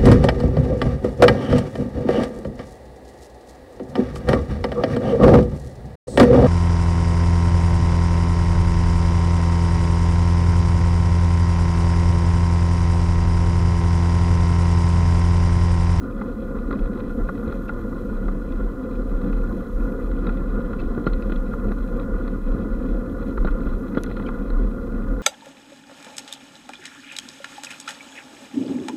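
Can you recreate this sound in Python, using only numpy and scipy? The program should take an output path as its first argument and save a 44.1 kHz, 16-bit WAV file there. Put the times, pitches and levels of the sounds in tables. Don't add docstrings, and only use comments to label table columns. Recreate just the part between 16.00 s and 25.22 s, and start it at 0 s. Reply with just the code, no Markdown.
import sys
import numpy as np
from scipy import signal
from scipy.fft import rfft, irfft
from scipy.io import wavfile
from scipy.ndimage import uniform_filter1d

SR = 44100
rng = np.random.default_rng(int(sys.argv[2]) if len(sys.argv) > 2 else 0)


def inscribe(sig):
    pcm = np.round(np.clip(np.atleast_2d(sig).T, -1, 1) * 32767)
    wavfile.write(sys.argv[1], SR, pcm.astype(np.int16))


N = 406602
TIME = np.arange(N) / SR

# (frequency [Hz], width [Hz], gain in road buzz [dB], gain in a knock [dB])
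CASE_MODES = [(838, 101, -12, -13), (1003, 92, -8, -17), (1058, 66, -5.5, -8), (1212, 108, -3.3, -5),
              (1410, 92, 0, 0), (1518, 250, -21, -17), (1718, 102, -17, -39), (1975, 99, -17.5, -21.5)]
# (frequency [Hz], width [Hz], gain [dB])
LATCH_MODES = [(1966, 182, 5.5), (2486, 235, 3.5), (3130, 290, -3.5), (3350, 120, -2), (3450, 270, -3.5),
               (3894, 144, -1), (4080, 190, -0.5), (4980, 600, -14.5)]


def from_db(db):
    return 10 ** (np.asarray(db) / 20)


def rms_one(x):
    return x / np.sqrt(np.mean(x ** 2) + 1e-20)


def drift(per_s):
    return rms_one(np.interp(TIME * per_s, np.arange(4000), rng.standard_normal(4000)))


def resonate(x, hz, width_hz):
    high = np.hypot(hz, width_hz / 2) + width_hz / 2
    edges = np.clip([high - width_hz, high], 10, .48 * SR)
    return signal.sosfilt(signal.butter(2, edges, "band", fs=SR, output="sos"), x + 1e-18)


def steady(x, window_s):
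    power = uniform_filter1d(x ** 2, int(window_s * SR))
    return x / np.sqrt(np.abs(power) + 1e-3 * np.mean(x ** 2))


def grit(per_s, spread_db):
    sizes = from_db(spread_db * np.minimum(rng.exponential(1, N), 4))
    return rms_one(sizes * (rng.random(N) < per_s / SR))


def shake(impacts, modes):
    return rms_one(sum(from_db(db) * resonate(impacts * rng.standard_normal(N), hz, width)
                       for hz, width, db in modes))


def blow(modes, vary_db, chatter, chatter_s, size=4096):
    retouch = rng.standard_normal(size) ** 5 * np.exp(-np.arange(size) / (chatter_s * SR))
    force = signal.unit_impulse(size) + chatter * retouch / np.linalg.norm(retouch)
    ring = sum(from_db(db + vary_db * rng.standard_normal()) * resonate(force, hz, width)
               for hz, width, db in modes)
    return ring / np.abs(ring).max()


def add(out, s, sound):
    at = int(s * SR)
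    out[at:at + len(sound)] += sound[:N - at]


def coarseness():
    # (time [s], level [dB])
    road = [(0.1, -28.5), (3.06, -29), (3.41, -26.5), (3.61, -28), (5.49, -28), (6.54, -27.5), (6.69, -28),
            (9.1, -28.5)]
    level_db = np.interp(TIME, *np.transpose(road))
    return level_db - level_db.mean()


def jiggle_db():
    # (start [s], length [s], extra level [dB])
    jiggles = [(0.697, 0.44, 0.5), (1.25, .3, 0.5), (3.2, .15, 1.5), (4.724, 0.12, 0.5), (5.03, .35, 0),
               (7.38, 0.15, 7), (7.94, .36, 4)]
    return sum(db * ((TIME > s) & (TIME < s + length_s)) for s, length_s, db in jiggles)


def mount_sway():
    # (start [s], length [s], level before lift [dB])
    undulations = [(0.598, 0.072, -23.5), (0.81, 0.053, -19.5), (1.173, 0.064, -18.5), (2.164, 0.03, -21.5),
                   (2.253, 0.1, -21.5), (2.614, 0.051, -21), (3.124, 0.067, -19.5), (3.305, 0.15, -20.5),
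                   (3.757, 0.083, -18.5), (4.099, 0.043, -21), (4.185, 0.181, -22), (4.403, 0.038, -23.5),
                   (4.494, 0.059, -18.5), (4.645, 0.024, -24), (4.8, 0.11, -21), (5.093, 0.085, -20),
                   (5.32, 0.12, -21.5), (5.626, 0.088, -22), (5.778, 0.045, -19.5), (5.923, 0.04, -23.5),
                   (6.12, 0.11, -22), (6.45, 0.091, -19.5), (6.669, 0.121, -22.5), (6.907, 0.079, -21),
                   (7.363, 0.17, -18), (7.638, 0.11, -19), (8.512, 0.16, -17.5), (9.078, 0.092, -21.5)]
    sway_hz, rest_db, lift_db = 34.48, -28, 0.94
    attack_s, release_s = 0.013, 0.026
    road = rng.standard_normal(N + SR)
    swing = resonate(road, sway_hz, width_hz=7.6) + from_db(-10) * resonate(road, sway_hz, width_hz=19.5)
    level = from_db(rest_db + 0.95 * coarseness() + 3 * drift(per_s=9))
    for s, length_s, db in undulations:
        before, after = np.maximum(s - TIME, 0), np.maximum(TIME - s - length_s, 0)
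        swell = from_db(db + lift_db) * np.exp(-before / attack_s - after / release_s)
        level = np.maximum(level, swell)
    swing = level * steady(swing[SR:], window_s=0.078)
    return signal.sosfiltfilt(signal.butter(2, [22, 54], "band", fs=SR, output="sos"), swing)


def road_levels():
    # (middle [s], length [s], extra level [dB])
    patches = [(0.803, 0.36, 2), (1.197, 0.071, 5), (1.474, 0.11, 4.5), (1.646, 0.16, -3.5),
               (3.275, .14, 2), (3.696, 0.15, -5), (4.26, 0.11, 3.5), (4.59, 0.079, 4.5),
               (5.685, 0.093, 4.5), (5.814, 0.18, -3), (5.955, .1, 2.5), (6.424, 0.09, -6),
               (6.588, 0.19, 3.5), (6.863, 0.2, 2.5), (7.204, 0.09, 2.5)]
    wheel_hz, pressed_at_s = 3, 4.28
    coarse_db = coarseness()
    patch_db = sum(db * np.cos(np.pi * np.clip((TIME - s) / length_s, -.5, .5))
                   for s, length_s, db in patches)
    case_patch_db = 0.45 * patch_db
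    wheel_db = 0.5 * np.cos(2 * np.pi * wheel_hz * (TIME - pressed_at_s))
    load_db = wheel_db + 0.44 * drift(per_s=20)
    rumble_db = -28.5 + 0.76 * coarse_db + load_db + patch_db
    buzz_db = -44 + coarse_db + load_db + case_patch_db
    rattle_db = -63.5 + 0.89 * coarse_db + load_db + case_patch_db + 0.53 * jiggle_db()
    return rumble_db, buzz_db, rattle_db


def rolling():
    # (frequency [Hz], width [Hz], gain [dB])
    frame_modes = [(65.4, 27.8, -3.5), (102.3, 39, -6), (141.7, 25, -13), (214.6, 65.3, 1),
                   (271.6, 42.4, -1.5), (333.5, 19.2, -7), (370.3, 52, -10.5), (429.6, 46, -10.5),
                   (483, 47.5, -6), (525.6, 40.3, -7.5), (604, 150, -28), (693.6, 76, -22.5)]
    walls = [(hz, width, db) for hz, width, db, _ in CASE_MODES]
    rumble_db, buzz_db, rattle_db = road_levels()
    rumble = steady(shake(grit(per_s=3000, spread_db=2.5), frame_modes), window_s=0.22)
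    buzz = shake(grit(per_s=3200, spread_db=2.0) * from_db(1.27 * drift(per_s=41)), walls)
    latch_ticks = from_db(-5 + 2.2 * drift(per_s=6)) * grit(per_s=36, spread_db=1.5)
    latch_whisper = from_db(2.0 * drift(per_s=28)) * grit(per_s=3000, spread_db=4.5)
    rattle = shake(latch_whisper + latch_ticks, LATCH_MODES)
    return from_db(rumble_db) * rumble + from_db(buzz_db) * buzz + from_db(rattle_db) * rattle


def hiss():
    # (frequency [Hz], relative density [dB])
    spectrum = [(100, 0), (2800, 3), (4800, 1), (6800, 0.5), (7600, 0.5), (10300, 0), (11600, -1),
                (12700, -1.5), (15600, -2)]
    hz, db = np.transpose(spectrum)
    bins_hz = np.maximum(np.fft.rfftfreq(N, 1 / SR), 1)
    colour = from_db(np.interp(np.log(bins_hz), np.log(hz), db))
    return from_db(-65) * rms_one(irfft(rfft(rng.standard_normal(N)) * colour, N))


def sizzle():
    # (frequency [Hz], width [Hz], gain [dB])
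    bands = [(6200, 1800, -1.5), (9450, 310, 4), (11700, 1100, 3), (14000, 1000, -2)]
    busy_from_s, period_s = 1.08, 2
    idle = (TIME - busy_from_s) % period_s >= period_s / 2
    return from_db(-71 - 4.5 * idle + 2 * drift(per_s=64)) * shake(np.ones(N), bands)


def knocks(rows):
    # (frequency [Hz], width [Hz], gain [dB])
    thud_modes = [(250, 280, 31), (950, 2000, -5), (1900, 3100, -39)]
    walls = [(hz, width, db) for hz, width, _, db in CASE_MODES]
    contact_s, cutoff_hz = 0.00056, 4760
    push = signal.windows.hann(int(contact_s * SR) + 2)
    out = np.zeros(N)
    for s, thud_db, ring_db, clack_db in rows:
        thud = blow(thud_modes, vary_db=0, chatter=0.64, chatter_s=0.0044)
        ring = blow(walls, vary_db=1, chatter=0.75, chatter_s=0.0043)
        clack = blow(LATCH_MODES, vary_db=3.5, chatter=0.65, chatter_s=0.00085)
        latch_chatter = blow(LATCH_MODES, vary_db=0.5, chatter=2.6, chatter_s=0.037)
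        add(out, s, from_db(thud_db) * np.convolve(thud, push / push.sum()))
        add(out, s - .001, from_db(ring_db) * ring)
        add(out, s - .0005, from_db(clack_db) * clack)
        add(out, s, from_db(clack_db - 12) * latch_chatter)
    return signal.sosfilt(signal.butter(6, cutoff_hz, fs=SR, output="sos"), out)


def jolts():
    # (time [s], thud gain [dB], ring gain [dB], clack gain [dB])
    bumps = [(0.214, -26, -21.5, -54), (0.709, -18.5, -20.5, -42), (0.727, -19.5, -26, -38),
             (1.289, -19, -20.5, -49), (1.523, -35, -24.5, -43), (1.692, -43, -19.5, -38.5),
             (2.283, -22, -27, -41.5), (2.522, -38, -41, -42), (3.328, -39, -27, -40),
             (4.268, -34, -23.5, -35.5), (4.292, -39, -26, -38), (4.372, -39, -41, -42.5),
             (4.732, -29, -26.5, -43), (4.976, -20, -30, -53), (5.067, -11, -17, -33.5),
             (5.073, -19, -22.5, -38), (5.133, -36, -44, -33), (5.223, -37, -41, -37),
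             (5.297, -23, -29, -45), (5.321, -20, -26.5, -35.5), (5.359, -39, -35, -38),
             (5.535, -34, -23, -57), (5.718, -25, -24.5, -43), (5.997, -31, -37, -37.5),
             (6.278, -42, -31, -38.5), (7.376, -15.5, -20.5, -49), (7.448, -13.5, -26, -40),
             (7.472, -24, -23, -40), (7.482, -26, -22, -39), (7.669, -35, -29, -59), (7.949, -34, -30, -36),
             (7.972, -9.5, -21, -40), (7.98, -17, -29, -36), (8.04, -30, -33, -37),
             (8.113, -22, -36, -37.5), (8.168, -43, -27.5, -37), (8.197, -25, -25.5, -41),
             (8.239, -32, -32, -56), (8.287, -19, -21, -39.5), (8.502, -22, -30, -41)]
    return knocks(bumps)


def small_knocks():
    stray_per_s, jiggle_per_s = 1, 16
    thud_db, ring_db, clack_db = -39, -40, -46
    extra_db = jiggle_db()
    per_s = stray_per_s + jiggle_per_s * (extra_db > 0)
    at = np.flatnonzero(rng.random(N) < per_s / SR)
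    at = at[at > SR // 100]
    levels_db = rng.standard_normal((len(at), 3)) + [thud_db, ring_db, clack_db]
    return knocks(np.column_stack([TIME[at], levels_db + extra_db[at, None]]))


def creaks():
    # (start [s], length [s], frequency [Hz], peak [dB])
    flexes = [(1.67, 0.033, 2550, -41), (4.782, 0.03, 2510, -40), (5.05, 0.034, 4100, -44),
              (8.253, 0.037, 2390, -40), (8.255, 0.017, 3120, -41)]
    out = np.zeros(N)
    for s, length_s, hz, peak_db in flexes:
        swell = signal.windows.hann(int(length_s * SR)) ** 2
        slips = swell * rng.standard_normal(len(swell)) ** 3
        creak = resonate(slips, hz, width_hz=240) + from_db(-22) * resonate(slips, hz, width_hz=2200)
        add(out, s, from_db(peak_db) * creak / np.abs(creak).max())
    return out


def thumps():
    # (time [s], peak [dB])
    drops = [(4.976, -14), (5.0665, -17), (7.9751, -16.5)]
    tyre_contact_s = 0.0019
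    push = np.pad(signal.windows.hann(int(tyre_contact_s * SR)), (0, SR // 20))
    thump = resonate(push, hz=219, width_hz=310)
    out = np.zeros(N)
    for s, peak_db in drops:
        add(out, s, from_db(peak_db) * thump / np.abs(thump).max())
    return out


def click():
    # (time [s], peak [dB])
    snaps = [(8.0351, -24)]
    # (frequency [Hz], width [Hz], gain [dB])
    click_modes = [(2300, 1400, -6), (3880, 1100, -6), (6300, 1700, -5), (9100, 1600, -8), (11330, 950, -1),
                   (14800, 800, -18)]
    out = np.zeros(N)
    for s, peak_db in snaps:
        add(out, s, from_db(peak_db) * blow(click_modes, vary_db=0, chatter=1.5, chatter_s=.001))
    return out


def scene():
    bed = mount_sway() + rolling() + hiss() + sizzle()
    return (bed + thumps() + creaks() + click() + jolts() + small_knocks())[None]


def record(dry):
    cutoff_hz = 15700
    return signal.sosfilt(signal.ellip(12, .1, 80, cutoff_hz, fs=SR, output="sos"), dry)


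dry = scene()
out = record(dry)
inscribe(out)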